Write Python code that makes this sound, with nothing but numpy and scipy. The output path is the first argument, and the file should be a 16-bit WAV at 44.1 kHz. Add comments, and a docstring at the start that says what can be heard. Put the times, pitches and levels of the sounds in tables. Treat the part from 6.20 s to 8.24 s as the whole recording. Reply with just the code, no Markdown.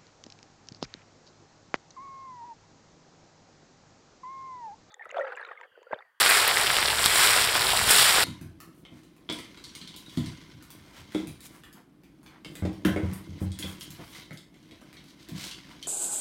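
"""Hot oil is ladled over garlic, scallions and chilies in a wide dish, close to the microphone, outdoors.
Each ladleful flashes water to steam: a fine fizz and a coarser boil swell, then thin out to a crackle
with single sharp pops. A soft low rumble and a faint hum lie underneath."""
import sys
import numpy as np
from scipy import signal
from scipy.fft import rfft, irfft
from scipy.io import wavfile
from scipy.ndimage import uniform_filter1d

SR = 44100
rng = np.random.default_rng(int(sys.argv[2]) if len(sys.argv) > 2 else 0)


def int16_out(signal):
    """Quantize to a 16-bit WAV file."""
    q = np.round(np.clip(np.atleast_2d(signal).T, -1, 1) * 32767)
    wavfile.write(sys.argv[1], SR, q.astype(np.int16))


N = 89964

# three ladlefuls, the first already fading (s, level of the boil dB, of the crackle dB, of the fizz dB)
SIZZLE = [(0, -23.5, -23.5, -25.5), (0.07, -22.5, -24, -27), (0.165, -22.7, -24.2, -25.5),
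          (0.225, -25.5, -26.5, -30), (0.31, -26, -27.3, -32), (0.35, -29.3, -29, -31.5),
          (0.39, -27, -27, -31), (0.44, -28.5, -29, -32.5), (0.6, -28.7, -27.5, -32),
          (0.645, -31.5, -29.5, -33), (0.78, -30.7, -30.3, -32), (0.86, -26, -26.5, -26),
          (0.885, -28, -29.5, -30.5), (0.95, -25, -24.5, -26), (1.04, -22.2, -22.8, -23.7),
          (1.15, -25.3, -25.7, -27.3), (1.225, -27.5, -26.3, -27.5), (1.29, -29.5, -29, -33),
          (1.41, -29.5, -28.7, -31.5), (1.58, -29, -28, -29), (1.645, -31.7, -29.3, -30.5),
          (1.682, -27.5, -25.5, -28), (1.712, -22, -22, -17.5), (1.735, -25.5, -22.5, -21.5),
          (1.81, -23.5, -20.3, -21.5), (1.88, -24.5, -23.5, -25.5), (2.04, -27, -26, -28.5)]  # fixed
# the loudest bursting bubbles (s, level dB, pitch Hz, ring in cycles)
POPS = [(0.0144, -11, 4100, 2.5), (0.0181, -9, 1640, 0.6), (0.0295, -5, 3860, 0.6), (0.0618, -3, 2020, 0.5),
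        (0.0701, -8, 4000, 1.6), (0.1108, -6, 1830, 0.6), (0.1186, -10, 2140, 2.5), (0.1797, -7, 3200, 0.6),
        (0.1997, -8, 2560, 0.6), (0.2851, -5, 2270, 0.35), (0.2924, -6, 2270, 0.35), (0.3713, -8.5, 2020, 2.5),
        (0.3984, -8, 2560, 0.35), (0.4692, -11, 3240, 2), (0.4741, -9, 2050, 0.35), (0.4781, -10, 3640, 1),
        (0.498, -10, 4000, 1), (0.5032, -6, 1900, 0.6), (0.5438, -15, 2880, 2.5), (0.5678, -7, 3050, 1),
        (0.5811, -7, 2880, 0.35), (0.5863, -8, 1690, 0.6), (0.6266, -9, 3430, 0.35), (0.6282, -6, 2140, 0.6),
        (0.6579, -10, 4610, 2.5), (0.6774, -14, 4000, 2.5), (0.6822, -8, 1910, 0.6), (0.6847, -8, 3200, 0.8),
        (0.703, -9, 2710, 0.8), (0.7111, -9, 4610, 0.5), (0.7313, -16, 1340, 1.1), (0.7868, -14, 3640, 2.5),
        (0.8412, -11, 3430, 2.5), (0.8434, -10, 4000, 1.6), (0.8597, -5, 1900, 0.35), (0.8606, -1, 4000, 0.9), (0.8658, -11, 3860, 2.5),
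        (0.9937, -13, 2290, 2.5), (1.0131, -4, 2710, 0.35), (1.0631, -4, 4890, 0.6), (1.0729, -8, 3240, 1),
        (1.0824, -7, 3200, 0.6), (1.1054, -3, 3430, 0.35), (1.1345, -7, 2860, 0.6), (1.1635, -5, 2880, 0.35),
        (1.165, -20, 650, 1), (1.1746, -3, 3640, 0.35), (1.1844, -13, 1200, 0.6), (1.2147, -7, 2860, 0.6),
        (1.2427, -3, 3640, 0.35), (1.29, -13, 2560, 1.6), (1.3545, -6, 1800, 0.35),
        (1.3612, -16, 900, 1), (1.3786, -12, 1690, 1), (1.42, -11, 4100, 2.5), (1.4276, -14, 2020, 1),
        (1.4697, -11, 3900, 2.5), (1.4866, -15, 2270, 2), (1.5044, -8, 3860, 1.8), (1.5227, -13, 3240, 2.5),
        (1.5339, -11, 1120, 0.7), (1.5369, -20, 940, 2.5), (1.5511, -18, 950, 0.8), (1.5738, -6, 3900, 1.4),
        (1.5918, -11, 1800, 1), (1.6139, -19, 1000, 1.6), (1.6796, -14, 1120, 1), (1.7065, -11, 940, 0.6),
        (1.754, -7, 3860, 2.5), (1.7716, -5, 2410, 0.35), (1.7843, -1, 3640, 0.35), (1.8057, -9, 4000, 2.5),
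        (1.8109, -3, 3860, 0.35), (1.8997, -4, 2880, 0.35), (1.9548, -6, 3860, 0.6), (1.9825, -8, 1510, 0.6),
        (1.9835, -20, 460, 1.6), (1.9854, -11, 1510, 0.6), (2.007, -9, 1910, 1), (2.0318, -7, 3240, 0.6)]  # fixed
# thin jets of steam (s, level dB, length s)
SPITS = [(.008, -20.5, 0.01), (0.1, -22, 0.014), (0.28, -18, 0.0067)]
SPIT_HZ = (8700, 14600)
# colour of each size of bubble (Hz, dB per Hz)
BOIL = [(300, -50), (800, -36), (1050, -13), (1250, -8), (2100, -8.5), (2500, -11.5), (3200, -25.5), (6000, -37)]
CRACKLE = [(500, -105), (1800, -16.5), (2600, -7), (3200, -5), (4300, -6.5), (5200, -5.5), (6300, -8), (8000, -21), (14000, -59)]
FIZZ = [(1500, -77), (5000, -9), (6500, -2), (7700, 1.5), (9000, 1), (9700, -2.5), (11600, -3.5), (13500, -3.5), (15700, -11)]
# one cloud for each size of bubble: gain dB, bursts a second, spread of sizes dB, share of smooth hiss 0-1
BOIL_DB, BOIL_PER_S, BOIL_SPREAD_DB, BOIL_HISS = -0.5, 2600, 1.5, 0.5
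CRACKLE_DB, CRACKLE_PER_S, CRACKLE_SPREAD_DB, CRACKLE_HISS = 0.6, 2000, 2.8, 0.28  # fixed
FIZZ_DB, FIZZ_PER_S, FIZZ_SPREAD_DB, FIZZ_HISS = 2, 5000, 5, 0.28
BIGGEST = 2.56  # largest random burst, in spreads above the smallest
CLUMP_DB, CLUMP_HZ = 1, 156  # bubbles of all sizes burst in quick flurries
# background rumble: (s, dB) and (Hz, dB per Hz)
RUMBLE_LEVEL = [(0, -55.5), (.5, -49), (.87, -48), (1.3, -47), (1.65, -41), (1.75, -43.5), (2.04, -46)]
RUMBLE = [(15, -22), (30, -13), (48, 2), (70, -5), (85, -17), (104, 6), (135, -1), (170, -5), (260, -4.5), (500, -60)]
# scatter from the dish and stove top
ECHO_DB, ECHO_T60_S, ECHO_DELAY_S = -13, 0.13, 0.0015
MIC_DIPS = [(6320, 800, -10.5), (12800, 850, -9.5)]  # (Hz, width Hz, dB)
EDGE_HZ = 15780  # fixed
TIME = np.arange(N) / SR
GURGLE = [(100, -8.5), (280, -12), (400, -1.5), (560, -6), (700, -2.5), (1000, 0), (1300, -8), (2500, -27)]
GURGLE_FOLLOW = .35  # the largest, gurgling bubbles follow the boil (dB per dB)
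GURGLE_DB, GURGLE_PER_S, GURGLE_SPREAD_DB, GURGLE_HISS = -33, 1200, 2, 0.48
POP_DB = 1.0  # fixed
SWELL_CYCLES = 0.23
# the sharpest snaps (s, level dB)
SNAPS = [(.3985, -12), (.8601, 3), (1.0634, -6), (1.0732, -7), (1.1637, -11), (1.6287, -11)]  # fixed
SNAP_HZ, SNAP_CYCLES, REBOUND_S, REBOUND_DB = 7500, .6, .00024, -1  # fixed
# droplets thrown by each pop: energy against the pop, decay time
SPRAY_DB, SPRAY_S = -10, .002  # fixed
HUM_HZ, HUM_DRIFT_HZ = 70, 3  # fixed
HUM_LEVEL = [(0, -59), (.5, -58), (.6, -50), (.81, -45), (.87, -57), (1.08, -53), (2.04, -55)]  # a wavering low hum (s, dB)
# dull low bumps (s, level dB)
THUMPS = [(1.627, -29), (1.66, -33), (1.68, -32)]  # fixed
THUMP_HZ, THUMP_CYCLES = 85.5, 0.37


def amp(db):
    """Decibels to gain."""
    return 10 ** (np.asarray(db) / 20)


def unit(x):
    """Scales to rms 1."""
    return x / np.sqrt(np.mean(x ** 2) + 1e-20)


def add(mix, s, sound):
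    """Mixes a sound in at a time."""
    part = mix[max(round(s * SR), 0):][:len(sound)]
    part += sound[:len(part)]


def colour(x, points):
    """Causal filter with the given (Hz, dB) outline."""
    hz, db = np.transpose(points)
    f = abs(np.fft.fftfreq(4096, 1 / SR))  # fixed
    log_gain = np.log(amp(np.interp(np.log(f + 1), np.log(hz), db)))
    taps = np.fft.ifft(np.exp(np.conj(signal.hilbert(log_gain)))).real
    return signal.fftconvolve(x, taps[:len(taps) // 2])[:N]


def burst(hz, ring):
    """One bubble: a short suck, a push and a dying ring; centred in its array."""
    p = np.arange(-256, 257) / SR * hz  # fixed
    return np.sin(2 * np.pi * p) * np.exp(-(p / np.where(p < 0, SWELL_CYCLES, ring)) ** 2)


def cloud(level_db, flurry, outline, low_hz, high_hz, per_s, spread_db, hiss, count=32):
    """Countless small bursts over a smooth hiss; a harder sizzle has more of them."""
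    busy = amp(level_db - level_db.mean())
    out = np.zeros(N)
    for hz, ring in zip(np.geomspace(low_hz, high_hz, count), rng.uniform(0.17, 1.68, count)):
        size = amp(spread_db * np.minimum(rng.exponential(1, N), BIGGEST)) * rng.choice([-1, 1], N)
        clicks = size * (rng.random(N) < per_s * busy / count / SR)
        out += signal.fftconvolve(clicks, unit(burst(hz, ring)) * np.sqrt(hz), "same")
    share = np.clip(hiss, 0, 1)
    out = np.sqrt(1 - share) * unit(out / np.sqrt(busy)) + np.sqrt(share) * rng.standard_normal(N)
    return unit(colour(out * flurry, outline)) * amp(level_db)


def sizzle():
    """Steam bubbles of four sizes follow the ladlefuls and share their flurries."""
    s, *levels = np.transpose(SIZZLE)
    boil, crackle, fizz = (np.interp(TIME, s, level) for level in levels)
    gurgle = GURGLE_FOLLOW * (boil - boil.mean())
    flurry = amp(CLUMP_DB * unit(signal.sosfilt(signal.butter(2, CLUMP_HZ, fs=SR, output="sos"), rng.standard_normal(N))))
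    return (cloud(gurgle + GURGLE_DB, flurry, GURGLE, 410, 1054, GURGLE_PER_S, GURGLE_SPREAD_DB, GURGLE_HISS)
            + cloud(boil + BOIL_DB, flurry, BOIL, 816, 3820, BOIL_PER_S, BOIL_SPREAD_DB, BOIL_HISS)
            + cloud(crackle + CRACKLE_DB, flurry, CRACKLE, 2860, 5370, CRACKLE_PER_S, CRACKLE_SPREAD_DB, CRACKLE_HISS)
            + cloud(fizz + FIZZ_DB, flurry, FIZZ, 4700, 21600, FIZZ_PER_S, FIZZ_SPREAD_DB, FIZZ_HISS))


def pops():
    """Single large bubbles burst at the surface, each with a brief spray."""
    out = np.zeros(N)
    t = TIME[:SR // 40]
    for s, db, hz, ring in POPS:
        pop = amp(db + POP_DB) * burst(hz, ring)
        drops = rng.standard_normal(len(t)) * t * np.exp(-2 * t / SPRAY_S)
        start = s - len(pop) // 2 / SR
        add(out, start, pop)
        add(out, start, amp(SPRAY_DB) * np.convolve(pop, drops / np.linalg.norm(drops)))
    return out


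def spits():
    """Steam escapes through a tiny gap in a brief, very high hiss."""
    out = np.zeros(N)
    band = signal.butter(3, np.clip(SPIT_HZ, 100, SR / 2 - 100), "band", fs=SR, output="sos")
    for s, db, length in SPITS:
        jet = unit(signal.sosfilt(band, rng.standard_normal(N)))[:round(2 * length * SR)]
        add(out, s - length, amp(db) * jet * np.hanning(len(jet)) ** 2)
    return out


def rumble():
    """Low, uneven background noise."""
    hz, db = np.transpose(RUMBLE)
    shape = amp(np.interp(np.log(np.fft.rfftfreq(N, 1 / SR) + 1), np.log(hz), db, right=-100))
    return unit(irfft(rfft(rng.standard_normal(N)) * shape, N)) * amp(np.interp(TIME, *np.transpose(RUMBLE_LEVEL)))


def echoes(x):
    """A brief scatter from the dish and nearby surfaces."""
    t = TIME[:SR // 4]
    tail = rng.standard_normal(len(t)) * amp(-60 * t / ECHO_T60_S) * (t > ECHO_DELAY_S)
    return amp(ECHO_DB) * signal.fftconvolve(x, tail / np.linalg.norm(tail))[:N]


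def hum():
    """A faint low hum that wavers, and a few dull bumps."""
    drift = unit(uniform_filter1d(rng.standard_normal(N), SR // 8))
    out = np.sqrt(2) * np.sin(2 * np.pi * np.cumsum(HUM_HZ + HUM_DRIFT_HZ * drift) / SR) * amp(np.interp(TIME, *np.transpose(HUM_LEVEL)))
    for s, db in THUMPS:
        p = (TIME - s) * THUMP_HZ
        out += amp(db) * np.sin(2 * np.pi * p) * np.exp(-(p / THUMP_CYCLES) ** 2)
    return out


def snaps():
    """Water trapped in the oil explodes: a bright, broad click with a rebound."""
    out = np.zeros(N)
    for s, db in SNAPS:
        click = amp(db) * burst(SNAP_HZ, SNAP_CYCLES)
        start = s - len(click) // 2 / SR
        add(out, start, click)
        add(out, start + REBOUND_S, amp(REBOUND_DB) * click)
    return out


def scene():
    """The frying oil, the reflections of its louder bursts, and the background."""
    bursts = pops() + snaps() + spits()
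    return (sizzle() + bursts + echoes(bursts) + rumble() + hum())[None]


def record(dry):
    """The microphone has two dips in the treble; then the band limit."""
    f = np.fft.rfftfreq(N, 1 / SR)
    dips_db = sum(db / (1 + (2 * (f - hz) / width) ** 2) for hz, width, db in MIC_DIPS)
    heard = irfft(rfft(dry) * amp(dips_db), N)
    return signal.oaconvolve(heard, signal.firwin(801, EDGE_HZ, window=("kaiser", 9), fs=SR)[None], "same")


dry = scene()
out = record(dry)
int16_out(out)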